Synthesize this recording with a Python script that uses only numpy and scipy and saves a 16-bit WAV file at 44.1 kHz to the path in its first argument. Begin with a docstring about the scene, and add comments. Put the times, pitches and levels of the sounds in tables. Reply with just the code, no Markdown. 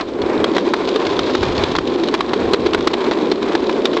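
"""A child rides a plastic toy car along a concrete path, outdoors, close past the microphone.
It sets off with a knock and a burst of rattle from the hard wheels; within half a second the rough
concrete has the hollow body droning. Grit crackles under the wheels, most at about 1.5 s, as a little
wind touches the microphone. Joints and pebbles knock the car all the way, hardest from 2.5 to 3 s,
and the recorder ducks and clips on hard knocks."""
import sys
import numpy as np
from scipy import signal
from scipy.fft import rfft, irfft, next_fast_len
from scipy.io import wavfile
from scipy.ndimage import uniform_filter1d, map_coordinates

SR = 44100
rng = np.random.default_rng(int(sys.argv[2]) if len(sys.argv) > 2 else 0)


def generate_wav(signal):
    """Clip the signal to [-1, 1] and save it as 16-bit WAV at the path in sys.argv[1]."""
    frames = np.transpose(np.atleast_2d(signal))
    scaled = np.clip(frames, -1, 1) * 32767
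    pcm = np.round(scaled).astype(np.int16)
    wavfile.write(sys.argv[1], SR, pcm)


N = 176400
BUMPS_PER_S = 2500  # contacts between wheels and rough concrete


def amp(db):
    """Decibels to gain."""
    return 10 ** (np.asarray(db) / 20)


def unit(x):
    """Scale to rms 1."""
    return x / np.sqrt(np.mean(x ** 2) + 1e-20)


def curve(rows):
    """Join (seconds, value) points into one value per sample."""
    return np.interp(np.arange(N) / SR, *np.transpose(rows))


def wobble(per_s):
    """A smooth curve through per_s random points a second."""
    return map_coordinates(rng.standard_normal(2000), [np.arange(N) * per_s / SR], mode="wrap")


def decaying(hits, decay_s):
    """Give every hit an exponential tail with time constant decay_s."""
    return signal.lfilter([1], [1, -np.exp(-1 / (decay_s * SR))], hits)


def filtered(x, response):
    """Filter x by a complex response, given as a function of Hz."""
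    size = 2 * next_fast_len(len(x) // 2 + 4096)
    return irfft(rfft(x, size) * response(np.fft.rfftfreq(size, 1 / SR)), size)[:len(x)]


def coloured(x, points):
    """Pass x through a minimum-phase EQ drawn by (Hz, dB) points."""
    def response(hz):
        point_hz, point_db = np.transpose(points)
        gain = amp(np.interp(np.log(hz + 1), np.log(point_hz), point_db))
        cepstrum = irfft(np.log(gain))
        cepstrum[1:len(cepstrum) // 2] *= 2
        cepstrum[len(cepstrum) // 2 + 1:] = 0
        return np.exp(rfft(cepstrum))
    return filtered(x, response)


def resonated(x, modes):
    """Ring x through parallel (Hz, width in Hz, dB) resonances of alternating polarity."""
    def response(hz):
        return sum((-1) ** k * amp(db) * 1j * hz * width / (centre ** 2 - hz ** 2 + 1j * hz * width)
                   for k, (centre, width, db) in enumerate(modes))
    return filtered(x, response)


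def impacts(per_s, spread_db):
    """Tiny impacts at random moments and of uneven size."""
    size = amp(spread_db * np.clip(rng.standard_normal(N), -2, 2)) * rng.choice([-1, 1], N)
    return size * (rng.random(N) < per_s / SR)


# The ring of the wheels and axles. Each row: centre in Hz, width in Hz, gain in dB.
WHEEL_MODES = [(678, 221, -1), (1038, 165, 2), (1265, 280, -3.5), (1612, 560, -7.5), (2390, 610, -12)]
# The rattle's fader: an opening burst, then a low ride. Each row: time in seconds, level in dB.
RATTLE_FADER = [(0, -15.5), (0.05, -40), (0.18, -29), (0.26, -26), (0.4, -21), (0.52, -26.5), (0.65, -28.5),
                (0.85, -26), (1.05, -24.5), (1.3, -26.5), (1.6, -22), (1.85, -30), (2.2, -27), (2.5, -26),
                (2.75, -25.5), (3, -24.5), (3.4, -26), (3.7, -28), (4, -26.5)]


def wheel_rattle(chatter, trim_db=-1.4):
    """Rough concrete shakes the hard wheels and axles, which ring in uneven flurries."""
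    bumps = impacts(BUMPS_PER_S, spread_db=1.5)
    flutter_db = 1.74 * chatter + 1.7 * wobble(per_s=25.046)
    rattle = unit(resonated(bumps, WHEEL_MODES) * amp(flutter_db))
    return rattle * amp(curve(RATTLE_FADER) + trim_db)


# The boxy tone of the hollow body. Each row: centre in Hz, width in Hz, gain in dB.
BODY_MODES = [(189, 77, -16.5), (252.5, 54.5, -5), (339.3, 57.7, -.5), (400, 61.6, 0), (487, 110, -7.5),
              (601.4, 74, -13)]
# The drone's drift. Each row: time in seconds, pitch in Hz (only its ratio to the mean is played).
DRONE_DRIFT = [(0.35, 371.3), (0.55, 338.3), (0.8, 360.6), (1.5, 374.8), (2.0, 345.5), (2.75, 361.6),
               (3.3, 339.8), (3.9, 371.8)]
# The drone's fader: a quick swell that stays up. Each row: time in seconds, level in dB.
DRONE_FADER = [(0, -28), (0.08, -26), (0.21, -18), (0.38, -15.5), (0.58, -15.5), (0.85, -18.5), (0.95, -16),
               (1.05, -18), (1.29, -17.5), (1.5, -19), (1.82, -20), (1.93, -16.5), (2.02, -16.5),
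               (2.08, -17), (2.26, -21.5), (2.35, -16.5), (2.7, -17.5), (3.02, -18), (3.26, -15),
               (3.38, -19), (3.5, -17), (3.58, -17), (3.78, -16.5), (4, -16)]


def body_drone(trim_db=-1.59):
    """Rough concrete keeps the hollow body droning, at a pitch that wanders as the car rolls."""
    drone = unit(resonated(impacts(BUMPS_PER_S, spread_db=2), BODY_MODES))
    pitch = curve(DRONE_DRIFT)
    drone = map_coordinates(drone, [np.cumsum(pitch / pitch.mean())], mode="mirror")  # varispeed
    running_rms = np.sqrt(np.abs(uniform_filter1d(drone ** 2, SR // 20)))
    return drone / running_rms * amp(curve(DRONE_FADER) + trim_db)


# The wind's low rumble. Each row: frequency in Hz, gain in dB.
WIND_EQ = [(15, -16), (40, -9.5), (85, -1.5), (150, -5), (260, -8), (600, -61.5)]
# The gusts. Each row: time in seconds, level in dB.
WIND_FADER = [(0, -45), (.37, -35), (.55, -46.5), (.8, -43.5), (1.1, -32.5), (1.5, -28.5), (1.88, -32.5),
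              (1.99, -46), (2.4, -35), (2.7, -31), (3.05, -47), (4, -49)]
# The soft, dull bed of open air. Each row: frequency in Hz, gain in dB.
AIR_EQ = [(80, -3.5), (400, 9), (6000, -32)]


def wind_and_air(air_db=-34.5):
    """Lumpy wind buffets the microphone over a steady outdoor background."""
    rumble = coloured(rng.standard_normal(N), WIND_EQ)
    wind = unit(rumble * amp(3.3 * wobble(per_s=13)))
    air = unit(coloured(rng.standard_normal(N), AIR_EQ))
    return wind * amp(curve(WIND_FADER)) + air * amp(air_db)


# The crisp edge of crushed grit. Each row: frequency in Hz, gain in dB.
GRIT_EQ = [(900, -33), (2000, -1), (2800, 2.5), (3400, 8), (4000, 6.5), (5300, -4), (6300, -11),
           (7200, -13.5), (8500, -45)]
# The grit's fader, highest at 1.4 s. Each row: time in seconds, level in dB.
GRIT_FADER = [(0.15, -47.5), (0.33, -43.5), (1.4, -34), (1.64, -35.5), (1.79, -41), (4.0, -40)]


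def grit_crackle(chatter, grains_per_s=3000, snaps_per_s=32, snap_db=-3, trim_db=2.5):
    """The chattering wheels grind fine grit, while single larger grains snap and crumble."""
    grains = impacts(grains_per_s, spread_db=0.5)
    fine = unit(coloured(grains, GRIT_EQ) * amp(2 * chatter))
    crumble = decaying(np.abs(impacts(snaps_per_s, spread_db=0.5)), decay_s=0.0026)
    snaps = unit(coloured(crumble * rng.standard_normal(N), GRIT_EQ))
    return (fine + amp(snap_db) * snaps) * amp(curve(GRIT_FADER) + trim_db)


# The wheel's midrange clack. Each row: frequency in Hz, gain in dB.
CLACK_EQ = [(350, -15.5), (650, 3), (1050, 3.5), (1400, 1.5), (1900, -2), (2400, -5), (3400, -46)]
# The grit's bright crack. Each row: frequency in Hz, gain in dB.
CRACK_EQ = [(1300, -25), (2300, -1.5), (2900, 1.5), (3800, 4.5), (4700, -3), (6000, -11), (8000, -23)]
# Hits on joints and pebbles. Each row: start in seconds, body thud, wheel clack and grit crack
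# levels in dB before their trims, ring pitch in Hz, contact length in seconds.
KNOCK_CUES = [(0.009, -22, -28, -29, 940, 0.004), (0.217, -21.5, -31, -30, 4270, 0.0035),
              (0.442, -16.5, -15.5, -23, 3280, 0.002), (0.5647, -18, -16.5, -24.5, 980, 0.003),
              (0.581, -16.5, -15, -23, 1090, 0.0016), (0.671, -15.5, -43, -57, 870, 0.0061),
              (0.736, -20, -13, -23.5, 1056, 0.0043), (0.887, -33, -41, -27, 3120, 0.0033),
              (0.959, -16.5, -22, -25, 3580, 0.001), (1.067, -18.5, -24, -26, 2170, 0.0019),
              (1.191, -16.5, -18, -22.5, 3675, 0.0015), (1.35, -13, -17, -24.5, 1320, 0.003),
              (1.429, -18.5, -18, -26.5, 1080, 0.005), (1.637, -13, -20.5, -22.5, 3390, 0.0013),
              (1.714, -15, -34, -28.5, 1070, 0.0064), (1.752, -21.5, -18, -26.5, 1100, 0.0025),
              (1.763, -21, -25, -23.5, 1046, 0.0012), (1.785, -19, -16.5, -24.5, 1370, 0.0015),
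              (1.873, -17, -37, -29.5, 3620, 0.0048), (2.035, -20, -26, -28, 3870, 0.0033),
              (2.085, -33, -23.5, -26.5, 4100, 0.00061), (2.139, -16.5, -18.5, -23.5, 1027, 0.0032),
              (2.147, -26, -19.5, -24.5, 1100, 0.0036), (2.206, -31.5, -15.5, -23, 1120, 0.0025),
              (2.333, -19, -17.5, -25, 990, 0.0045), (2.534, -11, -16, -19.5, 4120, 0.002),
              (2.542, -11, -16.5, -24.5, 1020, 0.0017), (2.66, -9, -19.5, -24.5, 1056, 0.0096),
              (2.7325, -23.5, -24.5, -23, 1160, 0.003), (2.746, -13.5, -16.5, -21.5, 1474, 0.0019),
              (2.807, -22, -27.5, -31.5, 1080, 0.0016), (2.872, -10, -12.5, -19, 1035, 0.0048),
              (2.9337, -15.5, -18.5, -21, 1024, 0.0065), (3.071, -11.5, -37.5, -38, 1040, 0.017),
              (3.111, -16, -19, -27, 970, 0.0011), (3.117, -25, -22, -30, 860, 0.002),
              (3.3157, -14, -19, -25.5, 4180, 0.0045), (3.427, -21, -24.5, -30.5, 3760, 0.0013),
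              (3.551, -11.5, -15, -23.5, 1697, 0.0031), (3.694, -21.5, -21.5, -29, 980, 0.002),
              (3.8543, -19, -20.5, -17.5, 3590, 0.0015), (3.932, -22.5, -25, -31, 3890, 0.0057),
              (3.967, -14, -18, -26, 1067, 0.0068)]


def knocks(thud_trim_db=-0.7, clack_trim_db=-2.54, crack_trim_db=0.1, ring_trim_db=-6):
    """In a few ms of crunching contact the body thuds, the wheel clacks and rings, the grit cracks."""
    out = np.zeros(N + SR)
    t = np.arange(SR // 10) / SR

    def envelope(t60_s, hold_s=0, attack_s=0.00019):
        """Rise, hold, then fall 60 dB in t60_s."""
        return (1 - np.exp(-t / attack_s)) * amp(-60 * np.maximum(t - hold_s, 0) / t60_s)

    def at_level(x, db):
        """Give x the energy of 12 ms of sound at this rms level."""
        return x * amp(db) * np.sqrt(0.012 * SR / np.sum(x ** 2))

    tail = amp(-20) * envelope(t60_s=0.079)  # the loose plastic rattles on
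    for start_s, thud_db, clack_db, crack_db, ring_hz, contact_s in KNOCK_CUES:
        thud_hz = 369.3 * np.exp(0.065 * rng.standard_normal())
        pressure = amp(4 * np.minimum(t / contact_s, 1))  # a contact presses harder towards its end
        crunch = pressure * rng.choice([-1, 1], (2, len(t)))
        thud = np.sin(2 * np.pi * thud_hz * t) * envelope(t60_s=0.021, hold_s=contact_s, attack_s=0.002)
        clack = coloured(crunch[0] * (envelope(t60_s=0.019, hold_s=contact_s) + tail), CLACK_EQ)
        crack = coloured(crunch[1] * (envelope(t60_s=0.027, hold_s=contact_s) + tail), CRACK_EQ)
        ring = np.sin(2 * np.pi * ring_hz * t) * envelope(t60_s=0.023)
        out[round(start_s * SR):][:len(t)] += (
            at_level(thud, thud_db + thud_trim_db)
            + at_level(clack, clack_db + clack_trim_db)
            + at_level(crack, crack_db + crack_trim_db)
            + at_level(ring, max(clack_db, crack_db) + ring_trim_db))
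    return out[:N]


def wheel_hop(deepest_db=-4.5, recovery_s=0.035):
    """Gain of the rolling: the wheel hops after a knock, and the harder the clack the deeper the dip."""
    hits = np.zeros(N)
    for start_s, _, clack_db, *_ in KNOCK_CUES:
        hits[round(start_s * SR)] = amp(clack_db)
    hop = decaying(hits / hits.max(), recovery_s)
    return amp(deepest_db * np.minimum(hop, 1))


def scene():
    """The rolling car, its knocks and the open air, mixed in mono."""
    chatter = wobble(per_s=70)  # the wheels' chatter moves rattle and grit together
    rolling = body_drone() + wheel_rattle(chatter) + grit_crackle(chatter)
    return (rolling * wheel_hop() + knocks() + wind_and_air())[None]


MIC_TOP_HZ, TREBLE_SHELF_DB, CUTOFF_HZ = 8100, -6.5, 16000
DUCK_ABOVE_DB, DUCK_SHARE, DUCK_RELEASE_S = -13.5, 0.42, 0.031
MAKEUP_DB, CLIP_AT = 0.84, 0.71


def record(dry):
    """A narrow-band microphone feeds a recorder that ducks after loud moments, clips and loses treble."""
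    x = filtered(dry[0], lambda hz: 1 / np.sqrt(1 + (hz / MIC_TOP_HZ) ** 60))
    level_db = 10 * np.log10(np.abs(uniform_filter1d(x ** 2, size=220)) + 1e-9)
    over_db = np.maximum(level_db - DUCK_ABOVE_DB, 0)
    release = np.arange(N) / SR / DUCK_RELEASE_S
    # Catch each peak and let it fall away exponentially.
    held_db = np.exp(np.maximum.accumulate(np.log(over_db + 1e-9) + release) - release)
    attack_window = np.hanning(SR // 60) / (SR // 120)
    duck_db = signal.lfilter(attack_window, 1, held_db) * DUCK_SHARE
    x = np.clip(x * amp(MAKEUP_DB - duck_db), -CLIP_AT, CLIP_AT)

    def treble_loss(hz):
        shelf = np.clip(10 * (hz / MIC_TOP_HZ - 1), 0, 1)  # full depth 10% above the microphone's band
        return (hz < CUTOFF_HZ) * amp(TREBLE_SHELF_DB * shelf)
    return filtered(x, treble_loss)[None]


dry = scene()
out = record(dry)
generate_wav(out)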